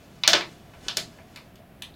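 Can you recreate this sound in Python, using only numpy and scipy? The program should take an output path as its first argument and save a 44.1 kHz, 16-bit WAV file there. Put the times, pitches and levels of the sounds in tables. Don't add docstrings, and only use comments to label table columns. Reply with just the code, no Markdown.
import sys
import numpy as np
from scipy import signal
from scipy.fft import rfft, irfft
from scipy.io import wavfile
from scipy.ndimage import uniform_filter1d, map_coordinates

SR = 44100
rng = np.random.default_rng(int(sys.argv[2]) if len(sys.argv) > 2 else 0)


def transcribe(u):
    v = np.clip(np.atleast_2d(u).T, -1, 1)
    q = np.round(v * 32767).astype(np.int16)
    wavfile.write(sys.argv[1], SR, q)


def undo_db(level):
    steps = np.asarray(level, float) / 20
    return 10 ** steps


N = 85995
T = np.arange(N) / SR

# pitch_hz, level_db (per Hz)
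HUM = [(15, -18), (25, -9.5), (157, -0.5), (503, -13), (695, -9.5), (863, -18.5), (2610, -24.5),
       (16000, -52.5)]
# time_s, level_db
RUBBING = [(0, -66.5), (0.199, -65.5), (.55, -65.5), (0.702, -66.5), (0.801, -65.5), (0.871, -58),
           (1.08, -67.5), (1.2, -68), (1.45, -71.5), (1.7, -93.5), (1.95, -93)]
# start_s, peak_db, shell_pitch_hz, overtone_tilt_db (per octave), metal_edge_db (against peak)
CONTACTS = [(0.2363, -11.5, 3060, 1, -32.5), (0.2767, 2, 4650, 1, -18), (.3323, -2, 3790, -0.5, -36.5),
            (.3371, -10.5, 3150, -5, -18), (.3525, -13.5, 4530, -4.5, -42.5),
            (.4095, -16.5, 2630, -1.5, -29.5), (0.7368, -34.5, 1600, -6, -25), (.8832, -13, 3900, 1, -22.5),
            (0.966, -35, 4260, 0, -28.5), (0.9701, -9, 5290, -1, -17.5), (1.187, -35.5, 1340, -2, -48),
            (1.3604, -28.5, 2910, -1, -15), (1.3722, -36, 3000, -4, -11.5), (1.5567, -45, 3107, 3.5, -3.5),
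            (1.8211, -26, 2160, 12, -14.5), (1.8221, -28, 2520, 5.5, -8)]
# multiple (of shell pitch), level_db, fade_s (to fall 60 dB)
SHELL_OVERTONES = [(.3, -6.5, 0.0019), (.42, 0.5, 0.0017), (.58, -1, 0.0024), (.78, 3, 0.0015),
                   (1, -1, 0.0017), (1.27, -2.5, 0.0021), (1.6, -5, 0.001), (2.0, -16.5, 0.0009)]
# start_s, peak_db, pitch_hz
SLEEVE_RINGS = [
    (.2356, -11, 3920),
    (.2772, -3.5, 4625),
    (.3326, -13.5, 4270),
    (.3374, -9.5, 3700),
    (.8848, -24, 5930),
    (.9719, -13.5, 5300),
    (1.3601, -44.5, 2990),
]
# start_s, peak_db, pitch_hz, fade_s (to fall 60 dB)
THUDS = [(.2365, -39, 706, .02), (.2775, -12.5, 674, 0.029), (.279, -34.5, 323, 0.084),
         (.3375, -11.5, 604, 0.018), (.345, -20, 344, 0.028), (.28, -33.5, 195, .08),
         (.36, -41.5, 196, 0.058), (.41, -41, 570, 0.015), (.865, -30.5, 296, 0.013),
         (.884, -31.5, 650, 0.019), (.968, -29, 650, 0.033), (.972, -38.5, 187, 0.083),
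         (.975, -30.5, 374, 0.019), (1.058, -39, 228, 0.047), (1.188, -42.5, 670, 0.046),
         (1.59, -43, 677, 0.047)]
# start_s, peak_db, pitch_hz
LATCH_TWITCHES = [
    (1.8212, -23, 3560),
    (1.8325, -40, 3470),
    (1.859, -54, 3450),
    (1.922, -53.5, 3750),
    (1.9405, -39.5, 3900),
]
# delay_s, level_db
NEAR_ECHOES = [(.0006, -10), (.0011, -14.5), (.0020, -6), (.0023, -2.5), (.0027, -11), (.0034, -11),
               (.0046, -17.5), (.0098, -23)]
# pitch_hz, level_db, fade_s (to fall 60 dB)
ROOM_TAIL = [(200, -5.5, 0.65), (570, -1, 0.28), (1354, 3.5, 0.19), (3700, -0.5, 0.22), (6500, -4.5, .22),
             (10000, -4.5, 0.22), (14000, -7, .19)]


def read(table, hz, col=1):
    a = np.array(table, float)
    return np.interp(np.log(hz), np.log(a[:, 0]), a[:, col])


def band(x, hz, width_hz):
    low = max(hz - width_hz / 2, 10)
    high = min(hz + width_hz / 2, SR * 0.45)
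    return signal.sosfilt(signal.butter(2, [low, high], "bandpass", fs=SR, output="sos"), x)


def ring(t, hz, fade_s):
    t = np.maximum(t, 0)
    return np.sin(2 * np.pi * hz * t) * np.exp(-np.log(1000) * t / fade_s)


def soft_start(t, rise_s):
    return 1 - np.exp(-np.maximum(t, 0) / rise_s)


def walk(rate_hz):
    k = int(SR / rate_hz)
    steps = np.repeat(rng.standard_normal(N // k + 1), k)
    drift = uniform_filter1d(uniform_filter1d(steps, k), k)[:N]
    return drift / drift.std()


def air():
    hum_db, flicker_db, hiss_db, hiss_hz = -50.5, 0.4, -64.5, 10900
    f = np.fft.rfftfreq(N, 1 / SR) + 1
    hum = irfft(rfft(rng.standard_normal(N)) * undo_db(read(HUM, f)), N)
    hum = hum / hum.std() * undo_db(hum_db + flicker_db * walk(5.8))
    hiss = undo_db(hiss_db) * band(rng.standard_normal(N), hiss_hz * 1.4, hiss_hz)
    return hum + hiss


def rub():
    grains = rng.standard_normal(N) * (rng.random(N) < 0.2)
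    x = band(grains, 3800, 6300)
    time_s, level_db = np.array(RUBBING, float).T
    return x / x.std() * undo_db(np.interp(T, time_s, level_db) + 2.1 * walk(15))


def sleeve():
    return sum(undo_db(db) * ring(T - s, hz, 0.01) * soft_start(T - s, 0.0001) for s, db, hz in SLEEVE_RINGS)


def taps():
    contact_s, longest_fade_s, scatter_db = 0.00012, 0.0018, 1
    edge_hz, edge_width_hz, edge_boost_db, edge_fade_s = 11500, 15000, 7.5, 0.004
    out, n = np.zeros(N + SR), SR // 20
    for start_s, peak_db, pitch_hz, tilt_db, edge_db in CONTACTS:
        i = int(start_s * SR)
        t = np.maximum((np.arange(n) + i) / SR - start_s, 0)
        shell = np.zeros(n)
        for k, (multiple, level_db, fade_s) in enumerate(SHELL_OVERTONES):
            db = level_db + scatter_db * rng.standard_normal() + tilt_db * np.log2(multiple)
            shell += (-1) ** k * undo_db(db) * ring(t, pitch_hz * multiple, min(fade_s, longest_fade_s))
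        shell *= 1 - np.exp(-(t / contact_s) ** 2)
        edge = band(rng.standard_normal(n) * undo_db(-60 * t / edge_fade_s), edge_hz, edge_width_hz)
        tick = shell / np.abs(shell).max()
        tick += undo_db(edge_db + edge_boost_db) * edge / np.abs(edge).max()
        out[i:i + n] += undo_db(peak_db) * tick
    return signal.sosfilt(signal.butter(2, 750, "highpass", fs=SR, output="sos"), out[:N])


def bumps():
    return sum(undo_db(db) * ring(T - s, hz, fade_s) * soft_start(T - s, 0.0019) for s, db, hz, fade_s in THUDS)


def sway():
    start_s, level_db, pitch_hz, length_s = 0.866, -48.5, 43, 0.027
    return undo_db(level_db) * np.sin(2 * np.pi * pitch_hz * T) * np.exp(-((T - start_s) / length_s) ** 2)


def latch():
    return sum(undo_db(db) * ring(T - s, hz, 0.0062) * soft_start(T - s, 0.00034) for s, db, hz in LATCH_TWITCHES)


def room(broad, beam):
    t = T[:SR // 2]
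    tail = np.zeros(len(t))
    for hz in 120 * 2 ** np.arange(0, 7.1, 0.25):
        noise = band(rng.standard_normal(len(t)), hz, hz * 0.35)
        tail += noise * undo_db(read(ROOM_TAIL, hz) - 60 * t / read(ROOM_TAIL, hz, col=2))
    tail *= (1 - np.exp(-(t / 0.0037) ** 2)) * undo_db(-26.5)
    direct = broad + beam
    dull = signal.sosfilt(signal.butter(2, 12700, fs=SR, output="sos"), direct)
    echoes = sum(undo_db(db) * map_coordinates(dull, [(T - s) * SR], mode="nearest") for s, db in NEAR_ECHOES)
    return direct + echoes + signal.fftconvolve(broad, tail)[:N]


def scene():
    thuds = bumps()
    broad = taps() + rub() + thuds + latch()
    beam = sleeve() + undo_db(-6) * thuds
    return (room(broad, beam) + sway() + air())[None, :]


def band_limit(x):
    return signal.sosfilt(signal.butter(12, 16300, fs=SR, output="sos"), x)


def record(dry):
    cut = signal.sosfilt(signal.butter(6, 15900, fs=SR, output="sos"), dry)
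    mix = np.clip(cut, -1, 1)
    return band_limit(mix)


dry = scene()
out = record(dry)
transcribe(out)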